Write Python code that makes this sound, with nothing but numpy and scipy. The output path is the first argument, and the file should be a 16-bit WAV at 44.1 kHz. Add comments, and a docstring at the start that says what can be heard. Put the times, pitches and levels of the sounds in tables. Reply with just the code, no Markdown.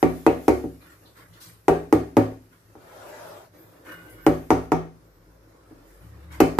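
"""A steel pitcher of foamed milk is knocked on a wooden counter to burst the bubbles: each impact excites
damped modes of wood and steel, while the steam wand hisses faintly. Three knocks, some scraping, three
more; then a cup is slid aside, and friction makes the dragged pitcher sing. After another three knocks
it is swirled ever more firmly, a low drone swells, and two knocks end the scene.
The near microphone rounds off their peaks, as it does throughout."""
import sys
import numpy as np
from scipy import signal
from scipy.fft import rfft, irfft
from scipy.io import wavfile
from scipy.ndimage import uniform_filter1d

SR = 44100
rng = np.random.default_rng(int(sys.argv[2]) if len(sys.argv) > 2 else 0)


def master(y):
    """Save y as 16-bit WAV."""
    cut = np.clip(np.atleast_2d(y).T, -1, 1)
    pcm = np.round(cut * 32767)  # scale
    wavfile.write(sys.argv[1], SR, pcm.astype(np.int16))


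N = 290619
TIME = np.arange(N) / SR
# modes of the pitcher's wall, damped by milk and hand: pitch_hz, level_db, t60_s
STEEL_MODES = [(1451, -7, .35), (1547, -9, 0.5), (1770, -10, 0.34), (2035, -8, 0.22), (2150, -9, 0.68),
               (2260, -4, 0.27), (2480, -9.5, 0.18), (2640, -19, 0.12), (2890, -14.5, .35),
               (5700, -18.5, .3), (6200, -15, 0.5)]


def amp(db):
    """Amplitude ratio of a level in decibels."""
    return 10 ** (np.asarray(db) / 20)


def unit_rms(x):
    """Normalisation to unit mean power."""
    return x / np.sqrt(np.mean(x ** 2) + 1e-20)


def value_at(points, hz):
    """Interpolation on a logarithmic frequency axis."""
    frequency_hz, value = np.transpose(points)
    return np.interp(np.log(hz + 1), np.log(frequency_hz + 1), value)


def add(mix, start_s, sound):
    """Superposition: a stereo sound joins the mix at start_s."""
    part = mix[:, max(round(start_s * SR), 0):][:, :sound.shape[1]]
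    part += sound[:, :part.shape[1]]


def band(centre_hz, octaves):
    """Flat-topped band-pass response, in rows of frequency_hz, gain_db."""
    hz = np.geomspace(20, 16000, num=300)
    return np.transpose([hz, -10 * np.log10(1 + (np.log2(hz / centre_hz) / octaves) ** 4)])


def high_pass(x, hz):
    """Second-order Butterworth bass cut."""
    return signal.sosfilt(signal.butter(2, hz, "high", fs=SR, output="sos"), x)


def colour(x, spectrum):
    """Minimum-phase filter: its phase follows from the log gain by the Hilbert transform."""
    hz = abs(np.fft.fftfreq(4096, 1 / SR))
    log_gain = np.log(amp(np.maximum(value_at(spectrum, hz), -100)))
    taps = np.fft.ifft(np.exp(np.conj(signal.hilbert(log_gain)))).real[:2048]
    return signal.fftconvolve(x, taps[None], axes=1)[:, :x.shape[1]]


def random_gain(position, depth_db):
    """Log-normal fluctuation, with a new value at each whole step of position."""
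    steps = rng.standard_normal(4000)
    return amp(depth_db * np.interp(position, np.arange(len(steps)), steps))


def flutter(rate_hz, depth_db):
    """Random modulation: a factor that wanders about rate_hz times a second."""
    return random_gain(TIME * rate_hz, depth_db)


def noise(spectrum, size=N, resonant=False):
    """Diffuse-field noise of rms 1: the channels are coherent in the bass, independent in the treble."""
    # likeness of left and right: frequency_hz, correlation
    coherence = [(60, 0.94), (300, 0.94), (630, 0.27), (1300, 0), (15000, 0.012)]
    hz = np.fft.rfftfreq(size, 1 / SR)
    left, independent = rfft(rng.standard_normal((2, size)))
    correlation = np.clip(value_at(coherence, hz), -1, 1)
    right = correlation * left + np.sqrt(1 - correlation ** 2) * independent
    shape = amp(value_at(spectrum, hz))
    if resonant:  # crowded resonances ripple the spectrum, less so in the bass
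        shape = shape * random_gain(hz / 53.86, depth_db=5) ** np.minimum(hz / 1200, 1)
    return unit_rms(irfft(np.array([left, right]) * shape, size))


def gesture(start_s, length_s, attack_s=0.033, release_s=0.043, sag_db_per_s=0):
    """Envelope of one movement: linear attack, a hold that may sag, exponential release."""
    t = np.maximum(TIME - start_s, 0)
    release = np.exp(-np.maximum(t - length_s, 0) / release_s)
    return np.minimum(t / attack_s, 1) * amp(-sag_db_per_s * t) * release


def patchy(x, depth_db=3.5):
    """Turbulence and friction are unsteady: brief patches of the treble swell and sink."""
    hz, _, spectra = signal.stft(x, SR, nperseg=1024)
    field = uniform_filter1d(rng.standard_normal(spectra.shape[1:]), size=3, axis=0)
    field = unit_rms(uniform_filter1d(field, size=7, axis=1))
    spectra = spectra * amp(depth_db * field * np.minimum(hz / 1500, 1)[:, None])
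    return signal.istft(spectra, SR, nperseg=1024)[1][:, :N]


def drone():
    """A low sine under random frequency modulation swells towards the end."""
    # course of the tone: time_s, pitch_hz, level_db
    course = [(0, 55.1, -59.5), (3.8, 56, -68), (4.2, 56.6, -50), (5.0, 54.3, -61), (5.32, 55.9, -52),
              (5.55, 52.4, -61), (6.33, 56.8, -40), (6.59, 57.3, -43)]
    time_s, pitch_hz, level_db = np.transpose(course)
    wavering_hz = np.interp(TIME, time_s, pitch_hz) * flutter(rate_hz=10, depth_db=1.3)
    cycles = np.cumsum(wavering_hz) / SR
    return amp(np.interp(TIME, time_s, level_db)) * np.sin(2 * np.pi * cycles)


def cabinet_booms():
    """Forced vibration: things moved on the counter drive two low modes of the cabinet."""
    # soft booms: start_s, length_s, level_db
    booms = [(1.28, 0.1, -54), (1.45, 0.085, -51), (2.92, 0.67, -60), (3.62, 0.085, -59),
             (3.92, 0.47, -54.5), (6.003, 0.15, -46), (6.231, 0.16, -47)]
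    drive = amp(-64)  # between the booms
    for start_s, length_s, level_db in booms:
        push = gesture(start_s, length_s, attack_s=0.023, release_s=0.028)
        drive = np.hypot(drive, amp(level_db) * push)
    return drive * (noise(band(106, octaves=0.093)) + amp(-5.5) * noise(band(168.5, octaves=0.035)))


def background():
    """Stationary room noise, with drone and booms set slightly left by a level difference."""
    # quiet of the kitchen: frequency_hz, density_db
    room_spectrum = [(15, -31), (25, -10), (95, 4.5), (175, -1), (210, -7), (420, -1), (796, -12.5),
                     (1510, -10.5), (2860, -27.5), (5560, -20), (9220, -36.5), (13000, -59), (14500, -31.5)]
    return (drone() + cabinet_booms()) * amp([[1], [-1]]) + amp(-61) * noise(room_spectrum)


def steam_wand():
    """Turbulent jet noise: the last steam leaks ever more weakly and puffs with a thin sizzle."""
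    # escaping steam: frequency_hz, density_db
    hiss_spectrum = [(1500, 8), (3500, 1), (6000, 1), (9000, 1.5), (12000, 7.5), (14500, 0.5)]
    # puffs of steam: start_s, length_s, hiss_db, sizzle_db
    puffs = [(-0.05, 0.67, -54, -84.5), (3.556, 0.07, -72, -54.5), (3.89, 0.56, -65.5, -62),
             (4.2, 0.064, -61, -51), (4.3, 0.33, -59.5, -78), (5.01, 0.16, -80, -70.5),
             (5.83, 0.26, -63, -88)]
    sizzle_spectrum = [(10500, -47), (12500, -2.5), (13200, -2.0), (14400, -9.5)]
    flow, spit = amp(-59.5 - 2.5 * TIME), np.zeros(N)
    for start_s, length_s, hiss_db, sizzle_db in puffs:
        puff = gesture(start_s, length_s, attack_s=0.045, release_s=0.06, sag_db_per_s=3)
        flow = np.hypot(flow, amp(hiss_db) * puff)  # incoherent sources add in power
        spit = np.hypot(spit, amp(sizzle_db) * puff)
    hiss = noise(hiss_spectrum) * flow * flutter(rate_hz=35, depth_db=-0.9)
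    sizzle = noise(sizzle_spectrum) * spit * flutter(rate_hz=25, depth_db=-1.0)
    return hiss + sizzle


def sliding_cup(start_s=2.717, length_s=0.78, level_db=-43):
    """Sliding friction: the cup's grainy noise follows a power law of its speed."""
    # cup rubbing on wood: frequency_hz, density_db
    cup_spectrum = [(120, -71), (200, -18), (313, -9), (410, -4), (456, -8.5), (620, 3), (727, -8.5),
                    (830, -3.5), (1100, -11.5), (1310, -7.5), (1880, -17), (2020, -20.5), (9600, -29.5),
                    (13500, -26), (14500, -34)]
    progress = np.clip((TIME - start_s) / length_s, 0, 1)
    speed = abs(np.sin(np.pi * progress ** 1.38))  # top speed comes late
    rubbing = noise(cup_spectrum) * amp(level_db) * speed ** 0.79
    return rubbing * flutter(rate_hz=100, depth_db=0.5) * amp([[1.5], [-.5]])


def friction_envelopes(swirl_start_s=4.9, turns_per_s=6.12):
    """Friction drives rumble and scrape: single strokes, then circles that bear down ever harder."""
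    # strokes of the pitcher's base: start_s, length_s, rumble_db, scrape_db
    strokes = [(0.798, 0.14, -61.5, -52.5), (0.996, 0.1, -55, -68), (1.142, 0.077, -55, -50.5),
               (1.322, 0.19, -59.5, -55), (2.505, 0.027, -71.5, -56), (2.67, 0.06, -57, -65),
               (3.515, 0.37, -51, -60), (3.844, 0.098, -48.5, -44), (3.94, 0.48, -50.5, -55),
               (6.297, 0.087, -54.5, -45)]
    t = np.maximum(TIME - swirl_start_s, 0)
    circles = np.minimum(t / 0.059, 1) * amp(0.6 * np.cos(2 * np.pi * turns_per_s * t))
    rumble = circles * amp(-60 + 3.5 * t)
    scrape = circles * amp(-71 + 9 * t)
    for start_s, length_s, rumble_db, scrape_db in strokes:
        push = gesture(start_s, length_s, sag_db_per_s=9)
        rumble = np.hypot(rumble, amp(rumble_db) * push)
        scrape = np.hypot(scrape, amp(scrape_db) * push)
    return rumble, scrape


def singing_wall(width_hz=7, level_db=-51):
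    """Resonance: friction sustains the narrow modes of the steel wall, the lower ones most."""
    # force of dragging: frequency_hz, level_db
    drag_spectrum = [(1200, 12.5), (1560, -0.5), (1800, -2), (2100, -8.5), (2400, -23), (2830, -0.5),
                     (4000, -11.5), (7000, -19.5)]
    hz = np.fft.rfftfreq(N, 1 / SR)
    response = sum(amp(db) / (1 + ((hz - mode_hz) / width_hz) ** 2) for mode_hz, db, _ in STEEL_MODES)
    force = rfft(rng.standard_normal((2, N))) * amp(value_at(drag_spectrum, hz))
    drag = amp(level_db) * gesture(start_s=3.85, length_s=0.41, sag_db_per_s=16.5)
    return unit_rms(irfft(force * response, N)) * drag


def swirling():
    """Uneven friction under the pitcher: the counter rumbles, the steel scrapes, the milk swishes."""
    # rubbed counter: frequency_hz, density_db
    rumble_spectrum = [(120, -20.5), (230, -14.5), (310, 1.5), (400, -9), (540, -3.5), (700, -14),
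                       (1100, -15.5), (2500, -33.5)]
    # scraping steel: frequency_hz, density_db
    scrape_spectrum = [(500, -22), (1000, 4), (1500, 4.5), (2100, 1), (2600, -7.5), (4200, -11.5),
                       (6500, -23), (14000, -12)]
    # swishes of milk and base, and at 4.09 s a thin sizzle of steam: start_s, length_s, level_db, centre_hz,
    # half_width_octaves
    swishes = [(0.81, 0.049, -62.5, 3900, 0.16), (0.893, 0.066, -63, 5970, 1.7),
               (1.048, 0.068, -60.5, 3850, 0.21), (1.163, 0.058, -60, 7000, 1.4),
               (1.325, 0.07, -58, 3750, 0.46), (1.398, 0.11, -45.5, 7500, 1.6),
               (3.84, 0.085, -60, 5000, 1.5), (4.091, 0.062, -53, 11500, 0.42),
               (6.314, 0.059, -52, 4500, 1.2)]
    rumbling, scraping = friction_envelopes()
    rumble = noise(rumble_spectrum) * amp(-1) * rumbling * flutter(rate_hz=10, depth_db=-2.3)
    scrape = noise(scrape_spectrum) * amp(-3) * scraping * flutter(rate_hz=130, depth_db=2.0)
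    out = rumble + scrape + singing_wall()
    for start_s, length_s, level_db, centre_hz, octaves in swishes:
        progress = np.maximum(TIME - start_s, 0) / length_s
        envelope = np.minimum(progress / 0.17, 1) * np.exp(-progress ** 2)
        out += amp(level_db) * noise(band(centre_hz, octaves), resonant=True) * envelope
    return out


def reverberation():
    """One second of diffuse kitchen echoes, each band decaying exponentially at its own rate."""
    # echoes at their onset: frequency_hz, density_db
    echo_spectrum = [(40, -13), (190, -26.5), (260, 0), (450, 0), (620, -2), (820, -4.5), (1050, -10.5),
                     (1300, -12), (1520, -18), (2450, -23.5), (3100, -31.5), (6300, -38.5), (14500, -42)]
    # reverberation times: frequency_hz, t60_s
    decay_times = [(100, 0.71), (400, 0.32), (1000, 0.33), (2500, 0.4), (6000, 0.47), (14000, 0.34)]
    hz, t, spectra = signal.stft(noise(echo_spectrum, size=SR, resonant=True), SR, nperseg=256)
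    decay = amp(-60 * t / value_at(decay_times, hz)[:, None])
    return signal.istft(spectra * decay, SR, nperseg=256)[1][:, :SR]


def ring(modes, t, scatter_db, detune, phase):
    """Free vibration as a sum of damped sines; each blow lands elsewhere and weights the modes anew."""
    # longest ring that losses in wood, milk and hand allow: frequency_hz, t60_s
    decay_limits = [(70, .8), (160, .45), (400, .4), (800, .3), (2500, .3), (6000, .15)]
    hz, level_db, t60_s = np.transpose(modes)[:, :, None]
    t60_s = np.minimum(t60_s, value_at(decay_limits, hz))
    weight, shift = rng.standard_normal((2, len(modes), 1))
    envelopes = amp(level_db + scatter_db * weight - 60 * t / t60_s)
    return (envelopes * np.sin(2 * np.pi * hz * (1 + detune * shift) * t + phase)).sum(-2)


def disperse(x, lag_s):
    """Dispersion of bending waves: the lower the slower, with a group delay of lag_s at 300 Hz."""
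    hz = np.fft.rfftfreq(2 * SR, 1 / SR)
    phase = 4 * np.pi * lag_s * np.sqrt(300 * hz)
    return irfft(rfft(x, 2 * SR) * np.exp(-1j * phase))[:, :SR]


def struck_wood(t, build_s=0.003, notch_hz=204.5, notch_width_hz=100):
    """Modal response of counter and cabinet, with the same energy wherever the blow lands."""
    # counter top and loaded pitcher, well damped: pitch_hz, level_db, t60_s
    counter_modes = [(278, -33, 0.073), (307.5, -2, 0.08), (390, -29, 0.036), (431.5, -11.5, 0.13),
                     (688, -15, 0.026), (803, -9, 0.048), (964, -37, 0.02), (1280, -37, 0.26),
                     (1947, -21, 0.019), (2350, -37, 0.075)]
    # lasting modes of cabinet and kitchen: pitch_hz, level_db, t60_s
    cabinet_modes = [(57.3, -49.5, 0.88), (68.6, -30, 0.55), (106.7, -25.5, 0.39), (162.2, -22.5, 0.44),
                     (254.3, -23, 0.52), (262.1, -17, 0.3), (284, -13.5, 0.17), (331.5, -22, 0.13),
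                     (366.8, -21.5, 0.35), (381.2, -16.5, 0.18), (408.6, -24.5, 0.33), (465.4, -26.5, 0.32),
                     (490, -28, 0.3), (566.3, -24, 0.28), (574, -22.5, 0.065), (744, -20, 0.073),
                     (749, -43, 1), (790, -58.5, 0.44), (932, -25, 0.13), (1178, -35, 0.13),
                     (1180, -42, 0.18)]
    thud = ring(counter_modes, t, scatter_db=1, detune=.02, phase=0)
    thud = high_pass(thud, hz=192.2)  # a board radiates little below its lowest mode
    # standing waves reach the two channels a little out of step
    phase = 0.43 * rng.standard_normal((2, len(cabinet_modes), 1))
    cabinet = ring(cabinet_modes, t, scatter_db=3.96, detune=0.0063, phase=phase)
    cabinet *= 1 - np.exp(-t / build_s)
    wood = -disperse(amp(-4) * thud + amp(-2) * cabinet, lag_s=0.001038)
    antiresonance = signal.iirnotch(notch_hz, notch_hz / notch_width_hz, fs=SR)
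    return unit_rms(high_pass(signal.lfilter(*antiresonance, wood), hz=44))


def blow(kitchen, crack_s=0.0057, rattle_s=0.013):
    """Impact excitation: a crack and a wooden thud, then steel, cabinet and room ring on."""
    # steel meeting wood: frequency_hz, density_db
    crack_spectrum = [(500, -29.5), (1200, 20.5), (2400, -3.5), (3300, -10.5), (6200, -5.5), (10000, -9),
                      (14500, -8.5)]
    t = np.arange(SR) / SR
    wood = struck_wood(t)
    phase = rng.uniform(0, 2 * np.pi, (2, len(STEEL_MODES), 1))
    steel = ring(STEEL_MODES, t, scatter_db=2.5, detune=.002, phase=phase)
    # the echoes are partly common to all blows, partly new
    echoes = unit_rms(kitchen + 0.71 * reverberation()) * np.sqrt(np.mean(kitchen ** 2))
    room = echoes * np.minimum(t / 0.0015, 1) * amp([[.9], [-.9]])
    contact = amp(-24) * np.exp(-t / crack_s) + amp(-31) * np.exp(-t / rattle_s)
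    crack = noise(crack_spectrum, size=SR, resonant=True) * contact
    return crack + amp(-30) * wood + amp(-39) * steel + amp(-20) * room


def landing(force_db, spot_hz, lift_db, hardness_db, spot_octaves=0.55):
    """Spectrum of an impact: the striking point favours one range, a harder contact lifts the treble."""
    hz = np.geomspace(20, 16000, num=100)
    favoured = np.exp(-.5 * (np.log2(hz / spot_hz) / spot_octaves) ** 2)
    treble = value_at([(3900, 0), (4000, 1)], hz)
    return np.transpose([hz, force_db + lift_db * favoured + hardness_db * treble])


def knocks(clank_t60_s=0.25):
    """Contact time sets brightness: hard knocks crack or clank, soft bumps last longer and are dull."""
    # knocks of the pitcher: start_s, force_db, spot_hz, lift_db, hardness_db
    hard_knocks = [(0.028, 0.5, 232, 4, -2), (0.2648, 1, 430, 5, -2), (0.481, 0, 352, 5.5, 4),
                   (1.682, 2.5, 617, 2.5, -1), (1.9261, -0.5, 312, 6.5, 1.5), (2.1685, 2.5, 228, 4.5, 0),
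                   (4.2654, 2, 257, 4, 0.5), (4.5046, 2, 914, 2.5, 0), (4.719, -1.5, 820, 2.5, -2.5),
                   (6.4034, 4, 225.4, 3, 5), (6.5866, 0.5, 130, 17, 2.5)]
    # light bumps of pitcher and cup: start_s, relative_db, dull_above_hz
    bumps = [(.64, -11, 366), (2.753, -31, 1470), (5.7099, -28.5, 287)]
    # landings on the pitcher's edge: start_s, level_db, pitch_hz
    clanks = [(.028, -34.5, 2200), (.265, -35.5, 2400), (.481, -30.5, 2230), (4.506, -41, 5700),
              (4.718, -45.5, 5700), (6.402, -27, 2410)]
    out, kitchen, t = np.zeros((2, N)), reverberation(), np.arange(SR) / SR
    for start_s, force_db, spot_hz, lift_db, hardness_db in hard_knocks:
        add(out, start_s, colour(blow(kitchen), landing(force_db, spot_hz, lift_db, hardness_db)))
    for start_s, relative_db, dull_above_hz in bumps:
        treble_cut = [(dull_above_hz, 0), (4 * dull_above_hz, -20)]
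        add(out, start_s, amp(relative_db) * colour(blow(kitchen), treble_cut))
    for start_s, level_db, pitch_hz in clanks:
        clank = noise(band(pitch_hz, octaves=0.14), size=SR, resonant=True)
        add(out, start_s, clank * amp(level_db - 60 * t / clank_t60_s))
    return out


def scene():
    """Superposition of all sources on and around the counter."""
    return knocks() + patchy(swirling() + sliding_cup() + steam_wand()) + background()


def record(dry, edge_hz=14750):
    """Soft saturation in the near microphone rounds the peaks, between a bass cut and a band limit."""
    pressure = high_pass(dry, hz=38)
    rounded = pressure / (1 + pressure ** 4) ** (1 / 4)
    low_pass = signal.firwin(401, edge_hz, window=("kaiser", 8), fs=SR)
    return signal.oaconvolve(rounded, low_pass[None], "same")


dry = scene()
out = record(dry)
master(out)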